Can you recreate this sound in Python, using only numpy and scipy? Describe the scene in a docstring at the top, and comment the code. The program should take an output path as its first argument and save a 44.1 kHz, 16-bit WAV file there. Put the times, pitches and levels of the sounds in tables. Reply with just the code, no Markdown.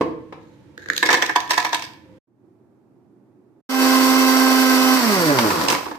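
"""Ice poured and blended

Three short kitchen scenes. A bowl bumps a blender jar and tips ice cubes into it; a quiet room;
then the blender runs on ice, leaves and sugar, is switched off and coasts down while the last lumps rattle.
Knocks are damped modes and short noise bursts, the motor is a bank of shaft overtones,
and slush, brush hiss, sliding ice and room air are coloured noise."""
import sys
import numpy as np
from scipy import signal
from scipy.fft import rfft, irfft, next_fast_len
from scipy.io import wavfile

SR = 44100
rng = np.random.default_rng(int(sys.argv[2]) if len(sys.argv) > 2 else 0)


def master(y):
    """Save y as 16-bit WAV."""
    cut = np.clip(np.atleast_2d(y).T, -1, 1)
    pcm = np.round(cut * 32767)  # scale
    wavfile.write(sys.argv[1], SR, pcm.astype(np.int16))


N = 263718
TIME = np.arange(N) / SR

# ice striking the jar, poured in, later kicked by the blades; callers offset the levels:
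# (time [s], knock level [dB], crack level [dB], knock pitch [Hz])
ICE_HITS = [(1.027, -11.5, -20.5, 1712), (1.058, -22, -23.5, 2200), (1.088, -12, -24.5, 1693),
            (1.103, -18, -21.5, 900), (1.112, -17.5, -22, 1770), (1.128, -15, -18, 990),
            (1.141, -12, -23, 1780), (1.171, -23, -33, 991), (1.222, -13.5, -19.5, 1720),
            (1.293, -18, -30, 1770), (1.359, -13, -20, 998), (1.494, -32, -35.5, 1026),
            (1.506, -16.5, -18.5, 1003), (1.532, -20, -28, 1760), (1.577, -14, -21.5, 950),
            (1.599, -28, -28.5, 851), (1.647, -19.5, -24.5, 936), (1.664, -30, -36, 850),
            (1.729, -19.5, -23.5, 948), (1.744, -22.5, -22, 950), (1.821, -37, -32.5, 1010),
            (1.838, -37, -36, 1820), (5.386, -18, -20.5, 1010), (5.503, -23, -27.5, 1090),
            (5.612, -25, -29, 1010), (5.683, -21.5, -19.5, 990), (5.7, -27, -20.5, 1100),
            (5.723, -25, -24, 985), (5.748, -26, -27, 1020), (5.864, -30, -45, 943),
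            (5.911, -30.5, -46, 921)]
# spectra of a lump's knock, its crack and the thud on the base: (frequency [Hz], density [dB per Hz])
KNOCK_SPECTRUM = [(400, -15.5), (700, -4.5), (1000, 4.5), (1400, -7.5), (1780, 9), (2200, -6), (2800, -15)]
CRACK_SPECTRUM = [(1350, -26.5), (2300, 3.5), (2410, -2), (2630, 2.5), (2950, -4), (3240, 0), (4830, -3.5),
                  (5990, -4), (7200, -11.5), (8250, -10.5), (10100, -24.5), (13000, -18), (15500, -26.5)]
THUD_SPECTRUM = [(120, -34.5), (240, -13), (315, 6), (400, -8.5), (480, 3.5), (620, -14.5), (900, -26)]
# stereo balance of room air and of motor noise: (frequency [Hz], left-right difference [dB])
AIR_BALANCE = [(100, -1.5), (400, -4.5), (5000, -5)]
MOTOR_BALANCE = [(100, 2), (260, -8), (500, 8.5), (1000, -5), (2000, -1), (4500, -3), (8000, -2),
                 (12000, 4)]

RUN_HZ, OFF_S, COAST_FROM_S = 261.3, 4.96, 4.983  # shaft speed; switch-off; start of coasting
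ICE_T60_S, ICE_RISE_S, ICE_PAN_DB = .047, 0.0023, -2.8
HEAP_FROM_S = 1.125  # ice starts to pile up in the jar


def amp(db):
    """Decibels to amplitude."""
    return 10 ** (np.asarray(db) / 20)


def unit(x):
    """Scales to unit RMS."""
    return x / np.sqrt(np.mean(x ** 2) + 1e-20)


def ramp(start_s, length_s):
    """Rises from 0 to 1 over a stretch of time."""
    return np.clip((TIME - start_s) / max(length_s, 1 / SR), 0, 1)


def read(points, hz):
    """A curve joined by straight lines over log frequency."""
    f, value = np.transpose(points)
    return np.interp(np.log(hz + 1), np.log(f + 1), value)


def shape(points):
    """A spectrum as a gain function that falls away beyond both ends."""
    low_hz, high_hz = points[0][0], points[-1][0]

    def gain(hz):
        low_cut = 1 + (low_hz / (hz + 1) / 2) ** 4
        high_cut = 1 + (hz / high_hz / 2) ** 4
        return amp(read(points, hz)) / low_cut / high_cut
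    return gain


def peaks(modes, hz):
    """Power-summed gain of resonances, each with centre, half-power width and level."""
    return np.sqrt(sum(amp(db) ** 2 / (1 + (2 * (hz - f) / width) ** 2) for f, width, db in modes))


def sides(db):
    """Left and right gains for a level difference."""
    return amp(np.array([db, -db]) / 2).reshape(2, -1)


def add(mix, s, sound):
    """Adds a sound at a time, cut off at the end of the mix."""
    part = mix[:, max(round(s * SR), 0):][:, :sound.shape[1]]
    part += sound[:, :part.shape[1]]


def wander(rate_hz):
    """Slow random fluctuation of unit RMS."""
    hz = np.fft.rfftfreq(N, 1 / SR)
    return unit(irfft(rfft(rng.standard_normal(N)) / (1 + (hz / rate_hz) ** 4), N))


def noise(gain, size=N, pan=((100, 0), (10000, 0))):
    """Coloured noise at two microphones, alike in the bass and unrelated in the treble."""
    # (frequency [Hz], left-right correlation [-])
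    likeness = [(100, 0.74), (300, 0.72), (600, 0.72), (1000, 0.45), (2000, 0), (15000, 0.015)]
    length = next_fast_len(size, True)
    hz = np.fft.rfftfreq(length, 1 / SR)
    a, b = rfft(rng.standard_normal((2, length)))
    same = np.clip(read(likeness, hz), -1, 1)
    pair = np.array([a, same * a + np.sqrt(1 - same ** 2) * b])
    return unit(irfft(pair * gain(hz) * sides(read(pan, hz)), length)[:, :size])


def burst(gain, t60_s, rise_s, size=8192):
    """A dense cluster of short modes as decaying noise, unit RMS over its first 20 ms."""
    t = np.arange(size) / SR
    onset = 1 - np.exp(-(t / rise_s) ** 2)
    cluster = noise(gain, size=size) * onset * amp(-60 * t / max(t60_s, .004))
    return cluster / np.sqrt(np.mean(cluster[:, :SR // 50] ** 2))


def ring(modes, size=16384, rise_s=.001):
    """Damped modes (Hz, dB, t60 s), own phase per microphone, unit RMS over the first 20 ms."""
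    t = np.arange(size) / SR
    phases = 2 * np.pi * rng.random((len(modes), 2, 1))
    out = 0
    for (hz, db, t60_s), (start, spread) in zip(modes, phases):
        apart = np.array([[0], [1]]) * (spread - np.pi) * min(hz / 2400, 1)
        out = out + amp(db - 60 * t / max(t60_s, .005)) * np.sin(2 * np.pi * hz * t + start + apart)
    out = out * (1 - np.exp(-t / rise_s))
    return out / np.sqrt(np.mean(out[:, :SR // 50] ** 2))


def room(x, gap_s=0.0028):
    """Tiled kitchen: a diffuse tail after a short gap, each band dying at its own speed."""
    # (frequency [Hz], reverberation time t60 [s])
    band_t60 = [(150, 1), (400, 0.53), (1000, 0.53), (2000, 0.52), (4500, 0.43), (8000, 0.35),
                (15000, 0.51)]
    tail = noise(np.ones_like, size=SR) * np.clip(TIME[:SR] / gap_s - 1, 0, 1)
    hz, t, z = signal.stft(tail, SR, nperseg=256)
    decay = amp(-60 * t / read(band_t60, hz)[:, None])
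    tail = signal.istft(z * decay, SR, nperseg=256)[1]
    return signal.fftconvolve(x, tail / np.linalg.norm(tail[0]), axes=1)[:, :N]


def quiet_room():
    """Steady room air as coloured noise."""
    # (frequency [Hz], density [dB per Hz])
    air_spectrum = [(18, -52), (30, -26.5), (75, -21), (125, 1), (158, -10), (185, -4.5), (337, 0.5),
                    (364, 0), (426, -11), (612, -17.5), (881, -18), (1030, -23), (2630, -40), (2920, -44),
                    (15000, -51)]
    return amp(-54.5) * noise(shape(air_spectrum), pan=AIR_BALANCE)


def kitchen_air():
    """Room air as coloured noise, joined by a faint phase-wandering tone late in the pouring."""
    # (frequency [Hz], density [dB per Hz])
    air_spectrum = [(18, -45.5), (30, -29), (92, -3), (200, -4), (260, -11), (304, 2.5), (426, -16.5),
                    (497, -8.5), (774, -29.5), (859, -13.5), (1110, -27), (1780, -26), (15000, -52)]
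    air = amp(-48.5) * noise(shape(air_spectrum), pan=AIR_BALANCE)
    tone = np.sin(2 * np.pi * 520 * TIME + .4 * wander(12))
    return air + amp(-52) * ramp(2.05, 0.036) * tone


def bumps(tick_t60_s=0.06, boom_db=-16, boom_t60_s=0.53, boom_rise_s=.02):
    """The bowl knocks the jar: damped modes and a tick; the hollow jar and base boom on."""
    # bowl against jar: (time [s], ring level [dB], tick level [dB])
    blows = [(0.009, -10, -26), (0.3233, -32, -38)]
    # jar on its base: (frequency [Hz], level [dB], t60 [s])
    base_modes = [(194, -14, 0.07), (270, -20, 0.017), (324, 11.5, 0.024), (457, 9.5, 0.034),
                  (594, -11.5, .06), (863, -16.5, 0.13), (999, -11.5, 0.099), (1074.6, -9, 0.12),
                  (1550, -21, 0.053), (1750, -26.5, .1), (2094, -28, 0.058)]
    boom_modes = [(151, -9), (318, -2), (337, 1), (455, -6), (490, -2.5), (598, -16), (1005, -16.5)]  # Hz, dB
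    tick = shape([(400, -8.5), (850, 5.5), (1100, 6.5), (1400, -4), (1800, -5), (3000, -10.5),
                  (6000, -24.0), (15000, -43.5)])  # Hz, dB per Hz
    out, t = np.zeros((2, N)), TIME[:SR]
    for s, ring_db, tick_db in blows:
        blow = sum(amp(db - 60 * t / t60_s) * np.sin(2 * np.pi * hz * t) for hz, db, t60_s in base_modes)
        boom = sum(amp(db + boom_db - 60 * t / boom_t60_s) * np.sin(2 * np.pi * hz * t)
                   for hz, db in boom_modes)
        blow = blow * (1 - np.exp(-(t / 0.0022) ** 2))
        boom = boom * (1 - np.exp(-t / boom_rise_s))
        add(out, s, amp(ring_db) * (blow + boom) * sides(-1.5))
        add(out, s, amp(tick_db) * burst(tick, tick_t60_s, .002))
    return out


def bowl(knock_t60_s=0.012, crack_t60_s=.012, scrape_db=-6, thud_t60_s=.2):
    """Cubes slide and clink in the hand-held bowl, which damps them quickly."""
    # cubes knocking together: (time [s], knock level [dB], crack level [dB])
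    clinks = [(0.777, -39, -49.5), (0.859, -40.5, -53.5), (0.886, -33, -45.5), (0.900, -19, -33),
              (0.933, -38.5, -38), (0.964, -41.5, -29.5), (0.978, -37, -23)]
    # bowl resonances, gain squared below: (frequency [Hz], width [Hz], level [dB])
    wall_modes = [(1610, 150, 1), (1780, 250, 0.5), (2134, 73, -7)]
    # cube resonances, gain to the power 1.3 below: (frequency [Hz], width [Hz], level [dB])
    cube_modes = [(2900, 1600, -8), (3900, 700, 2.5), (5300, 900, -10), (6600, 700, -1),
                  (12500, 2500, -13.5)]
    creep_s, loose_s, rim_s = 0.39, .78, 1.02  # ice creeps, breaks loose, leaves over the rim
    creep_db, slide_db, growth_db_per_s, release_db_per_s = -70, -39.5, 48, 599.5

    def wall(hz):
        return peaks(wall_modes, hz) ** 2

    def cube(hz):
        return peaks(cube_modes, hz) ** 1.3

    # louder up to the rim, then a fast release
    growth_db = np.minimum(growth_db_per_s * (TIME - rim_s), release_db_per_s * (rim_s - TIME))
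    slide = ramp(loose_s, .005) * amp(slide_db + growth_db)
    creep = amp(creep_db) * (ramp(creep_s, .02) - ramp(creep_s, loose_s - creep_s)).clip(0)
    brightening_db = -11 * (0.5 - ramp(.88, .08))  # brighter as the cubes speed up
    grain_db = 4 * wander(350)
    scrape = slide * amp(scrape_db + brightening_db + grain_db) + creep
    out = amp(3.5 * wander(70)) * (slide * noise(wall) + scrape * noise(cube))
    for s, knock_db, crack_db in clinks:
        clink = amp(knock_db) * burst(wall, knock_t60_s, .0014)
        clink += amp(crack_db) * burst(cube, crack_t60_s, 0.00088)
        thud = amp(-25.5 + .5 * knock_db) * burst(shape(THUD_SPECTRUM), thud_t60_s, 0.0026)
        add(out, s, (clink + thud) * sides(-3))
    return out


def ice(hits, knock_db, ring_db, crack_db, crack_share, focus_hz, cushion_db_per_s=0, crack_rise=0.5,
        thud_t60_s=0.13, contact_db=5, grain_db=4):
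    """Each lump cracks brightly, rings the jar's wall modes nearest its own pitch and thuds on the base."""
    # jar wall: (frequency [Hz], level [dB], t60 [s])
    jar_modes = [(713, -9.5, 0.13), (867, -3, 0.067), (995, -3.5, 0.15), (1004.4, 0, 0.085),
                 (1002, -3.5, .12), (1300, -16, .16), (1690, -5, .14), (1745, -3.5, 0.12), (1795, -4, .1),
                 (2204, -4, 0.11)]
    out = np.zeros((2, N))
    for s, knock, crack, pitch_hz in hits:
        def focus(hz):
            return 1 / (1 + ((hz - pitch_hz) / focus_hz) ** 2)

        def knock_gain(hz):
            return shape(KNOCK_SPECTRUM)(hz) * focus(hz)

        # every lump has its own colour
        grain = np.column_stack([np.linspace(2000, 16000, 50), grain_db * rng.standard_normal(50)])

        def crack_gain(hz):
            return shape(CRACK_SPECTRUM)(hz) * amp(read(grain, hz))

        loading = rng.uniform(.975, 1.025, len(jar_modes))  # the shifting heap detunes the wall
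        modes = [(hz * load, db + 20 * np.log10(focus(hz)), t60_s)
                 for (hz, db, t60_s), load in zip(jar_modes, loading)]
        modes.append((pitch_hz, contact_db, ICE_T60_S))
        # the thud grows a little with the knock; the growing heap can cushion it
        cushion_db = cushion_db_per_s * max(s - HEAP_FROM_S, 0)
        thud_db = min(-22.5 + .35 * knock - cushion_db, knock - 4)
        hit = amp(knock + knock_db) * burst(knock_gain, ICE_T60_S, ICE_RISE_S)
        hit += amp(crack + crack_db) * burst(crack_gain, crack_share * ICE_T60_S, crack_rise * ICE_RISE_S)
        hit += amp(thud_db) * burst(shape(THUD_SPECTRUM), thud_t60_s, 0.00075)
        place = sides(ICE_PAN_DB + 0.85 * rng.standard_normal())
        add(out, s, hit * place)
        add(out, s, amp(knock + ring_db) * ring(modes, rise_s=ICE_RISE_S) * place)
    return out


def chatter(hits, count=3):
    """Cubes touch lightly: a graze of the heap just before landing, a few small ticks after."""
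    out = np.zeros((2, N))
    knock_gain, crack_gain = shape(KNOCK_SPECTRUM), shape(CRACK_SPECTRUM)
    for s, knock_db, crack_db, _ in hits:
        if s > HEAP_FROM_S:
            graze = amp(knock_db) * burst(knock_gain, ICE_T60_S, ICE_RISE_S, size=2048)
            graze += amp(crack_db) * burst(crack_gain, ICE_T60_S, ICE_RISE_S, size=2048)
            add(out, s - .006, amp(-16) * graze * sides(ICE_PAN_DB))
        for wait, spread in zip(rng.exponential(1, count), rng.standard_normal(count)):
            tick_db = crack_db - 10 + 2.5 * spread - 4 * wait  # later ticks are softer
            tick = burst(crack_gain, t60_s=0.014, rise_s=.0004, size=2048)
            add(out, s + .035 * wait, amp(tick_db) * tick * sides(ICE_PAN_DB))
    return out


def pouring():
    """Bumps, sliding and falling ice excite the kitchen's echo over room air."""
    poured = [hit for hit in ICE_HITS if hit[0] < OFF_S]
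    cubes = ice(poured, knock_db=-4.5, ring_db=-5, crack_db=-1.5, crack_share=1.0, focus_hz=950,
                cushion_db_per_s=18.5)
    cubes += chatter(poured)
    knocks, sliding = bumps(), bowl()
    echo = room(amp(-7.5) * cubes + amp(-3) * knocks + amp(-7.5) * sliding)
    return cubes + knocks + sliding + echo + kitchen_air()


def shaft_speed(sag_from_s=4.45, sag_hz_per_s=6, coast_tau_s=.74, dry_friction_hz=60):
    """Powered and true speed [Hz]: steady, sags as slush thickens, coasts on viscous and dry friction."""
    running = RUN_HZ - sag_hz_per_s * np.clip(TIME - sag_from_s, 0, OFF_S - sag_from_s)
    viscous = np.exp(-np.maximum(TIME - COAST_FROM_S, 0) / coast_tau_s)
    return running, (running + dry_friction_hz) * viscous - dry_friction_hz


def driven(speed, db, db_per_octave, knee_hz, steepness):
    """Gain of a motor layer: follows the speed gently, then dies away below the knee."""
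    return amp(db + db_per_octave * np.log2(speed / RUN_HZ)) / np.sqrt(1 + (knee_hz / speed) ** (2 * steepness))


def nudges(turns, speed, t60_s=0.035, below_hz=90, pitch_hz=980):
    """Once a turn the slow blades push a lump against the wall, softer as the speed drops."""
    out = np.zeros((2, N))

    def wall(hz):
        return shape(KNOCK_SPECTRUM)(hz) / (1 + ((hz - pitch_hz) / 160) ** 2)

    new_turn = np.diff(np.floor(turns)) > 0
    for i in np.flatnonzero(new_turn & (speed[1:] < below_hz)):
        db = -31.5 + 5 * np.log2(speed[i] / below_hz) + 2.5 * rng.standard_normal()
        tap = burst(wall, t60_s, ICE_RISE_S, size=2048)
        tap += amp(-10) * burst(shape(CRACK_SPECTRUM), t60_s, ICE_RISE_S / 2, size=2048)
        add(out, i / SR, amp(db) * tap * sides(ICE_PAN_DB))
    return out


def rotor_hum(angle, speed, running, powered, unloaded, slowing, linger_db=-23, linger_t60_s=0.95):
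    """The unbalanced rotor hums once a turn; the room briefly holds the running pitch."""
    shake_db = (0.46 + 2 * slowing) * wander(15)  # lumps of ice jolt the coasting rotor
    gain = driven(speed, db=-17.7, db_per_octave=11, knee_hz=88, steepness=5)
    hum = gain * amp(shake_db - 3 * unloaded) * np.cos(angle + np.array([[-.45], [0]]))
    # the held pitch beats against the falling hum
    linger = amp(linger_db - 60 * abs(TIME - OFF_S) / linger_t60_s)
    hum -= (1 - powered) * linger * np.sin(2 * np.pi * np.cumsum(running) / SR)
    return np.sqrt(2) * hum * sides(-7.5)


def blade_tone(angle, speed, mains, powered, unloaded, slowing, turn_rad=0.22):
    """Blade overtones sweep through the housing's resonances; the mains pulse adds side tones."""
    # (multiple of shaft speed [-], level under power [dB], level coasting [dB])
    overtones = [(1.992, -8, -2.5), (3.006, -1, -3.5), (4.027, -1, -3.5), (4.99, -0.5, -5.5),
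                 (5.987, 3, -2), (7.99, -1, -0.5), (10, 0, -4), (11.8, -2, 1.5), (13.46, -5.5, -4),
                 (17.2, -24, -9), (21.6, -17, -32), (22.33, -6, -23), (30, -14, -30), (47, -20, -32)]
    # jar and motor base: (frequency [Hz], width [Hz], level [dB])
    housing = [(315, 75, 19), (420, 35, 9), (575, 60, 13), (1030, 100, 5)]
    side_tones = [(2, -1, -7.0), (1, 0.98, -12.5), (2, 1, -13.5)]  # shaft multiple, mains multiple, dB
    blades = np.zeros((2, N))
    for k, running_db, coasting_db in overtones:
        phase = k * angle + 2 * np.pi * rng.random() + .25 * wander(25)
        flutter_db = 2 * (1 + slowing) * wander(18.6)
        db = running_db + slowing * (coasting_db - running_db) + flutter_db
        resonance = (1 + peaks(housing, k * speed)) / 3
        blades += amp(db) * resonance * np.cos(phase + np.array([[turn_rad * k], [0]]))
    for k, side, db in side_tones:
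        blades += amp(db) * powered * np.cos(k * angle + side * mains)
    dip = amp(-6 * unloaded * (1 - slowing))  # as the drive lets go
    return blades * dip * driven(speed, db=-23, db_per_octave=0.2, knee_hz=126, steepness=3) * sides(-3)


def chopped_slush(turns, speed, chop=0.11, lump_db=1.0):
    """Churning noise, pulsed by the blades at every turn and duller once they are slow."""
    # under power, then slow blades: (frequency [Hz], density [dB per Hz])
    churn = [(70, -16), (130, -13.5), (220, -5.5), (310, 4.5), (430, -3), (560, -1), (680, 3.5), (820, -1),
             (1030, 10.5), (1280, 0.5), (1550, 5.5), (1780, -2), (2020, 4.5), (2500, -12)]
    slosh = [(60, -33), (100, -11), (200, -7), (310, 0), (450, -2), (800, -7.5), (1020, -1), (1400, -4),
             (2100, -9.5), (3000, -18.5)]
    slow = ramp(COAST_FROM_S, .55)
    slush = np.sqrt(1 - slow) * noise(shape(churn), pan=MOTOR_BALANCE)
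    slush += np.sqrt(slow) * noise(shape(slosh))
    strokes = unit(1 + chop * np.cos(2 * np.pi * turns) + 0.1 * np.cos(2 * np.pi * 2 * turns))
    # single shoves of the blades are heard near standstill
    gulps = 1 + .6 * np.clip((75 - speed) / 25, 0, 1) * np.cos(2 * np.pi * turns)
    gain = driven(speed, db=-23, db_per_octave=-0.36, knee_hz=77.5, steepness=2.5)
    return slush * strokes * gulps * gain * amp(lump_db * wander(68))


def brush_spray(speed, sparking, grit_db=-9, grit_per_s=260):
    """Brush hiss pulsing with the mains, ice chips ticking on the wall, whistling cooling air."""
    # (frequency [Hz], density [dB per Hz])
    hiss = [(1800, -5), (2600, 0), (3500, -2.5), (4600, 4.5), (5800, 0.5), (6600, -4), (8200, -2.5),
            (9700, -9.5), (11300, -4.5), (12000, -4.5), (12250, -3), (12600, -1), (14000, -8.5),
            (15500, -6.5)]
    # cooling air, gain squared below: (frequency [Hz], width [Hz], level [dB])
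    whistles = [(4630, 27, 3), (5710, 110, 0), (8200, 120, -10), (11300, 160, -11), (11900, 130, -1.5)]
    chip_sizes = amp(5 * np.minimum(rng.exponential(1, N), 3.5))
    chips = (rng.random(N) < grit_per_s / SR) * chip_sizes
    grit = unit(signal.oaconvolve(chips, np.exp(-TIME[:512] / 0.0018))[:N])
    spray = sparking * amp(0.95 * wander(18)) * noise(shape(hiss), pan=MOTOR_BALANCE)
    spray += amp(grit_db) * grit * noise(shape(hiss))
    fan = 1 - ramp(5.4, 0.18)  # dies as the fan slows
    spray += amp(-9.0) * fan * noise(lambda hz: peaks(whistles, hz) ** 2)
    return spray * driven(speed, db=-23.5, db_per_octave=3, knee_hz=64.5, steepness=2.5)


def blender(mains_hz=100, ripple=0.044, wobble_rad=0.025):
    """One shaft drives hum, blades, slush and brushes; ice kicked by the coasting blades rattles."""
    running, speed = shaft_speed()
    turns = np.cumsum(speed) / SR
    angle = 2 * np.pi * turns + wobble_rad * wander(25)
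    mains = 2 * np.pi * mains_hz * TIME
    powered, unloaded = 1 - ramp(OFF_S - .011, .011), ramp(OFF_S - .02, 0.038)
    slowing = np.clip((RUN_HZ - speed) / 70, 0, 1)
    tone = rotor_hum(angle, speed, running, powered, unloaded, slowing)
    tone += blade_tone(angle, speed, mains, powered, unloaded, slowing)
    sparking = 1 + ripple * powered * np.cos(mains)
    # a last lump is crushed between the slow blades
    crush = amp(8 * np.exp(-((TIME - 5.725) / .035) ** 2))
    churning = crush * (chopped_slush(turns, speed) + brush_spray(speed, sparking))
    kicked = [hit for hit in ICE_HITS if hit[0] > OFF_S]
    rattle = ice(kicked, knock_db=-2.5, ring_db=-4.5, crack_db=-1, crack_share=0.89, focus_hz=465)
    rattle += nudges(turns, speed)
    return tone + churning + rattle + amp(-6) * room(rattle)


def scene():
    """Three scenes, parted by short silences; the later two swell in."""
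    # (start [s], end [s], swell-in time [s])
    spans = [(0, 2.188, 0), (2.27, 3.615, .19), (3.69, 6.1, .125)]
    out = np.zeros((2, N))
    for (start_s, end_s, swell_s), sound in zip(spans, [pouring(), quiet_room(), blender()]):
        gate = ramp(start_s, .008) * (1 - ramp(end_s - .008, .008))
        swell = amp(11 * (ramp(start_s, swell_s) - 1))  # from -11 dB
        out += gate * swell * sound
    return out


def record(dry, low_cut_hz=58, edge_hz=15550):
    """Soft overload on the loudest knocks, the microphone's bass cut, then the band limit."""
    held = dry / (1 + dry ** 6) ** (1 / 6)
    bass_cut = signal.butter(N=3, Wn=low_cut_hz, btype="high", fs=SR, output="sos")
    held = signal.sosfilt(bass_cut, held)
    band_limit = signal.firwin(511, edge_hz, window=("kaiser", 9), fs=SR)
    return signal.oaconvolve(held, band_limit[None], "same")


dry = scene()
out = record(dry)
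master(out)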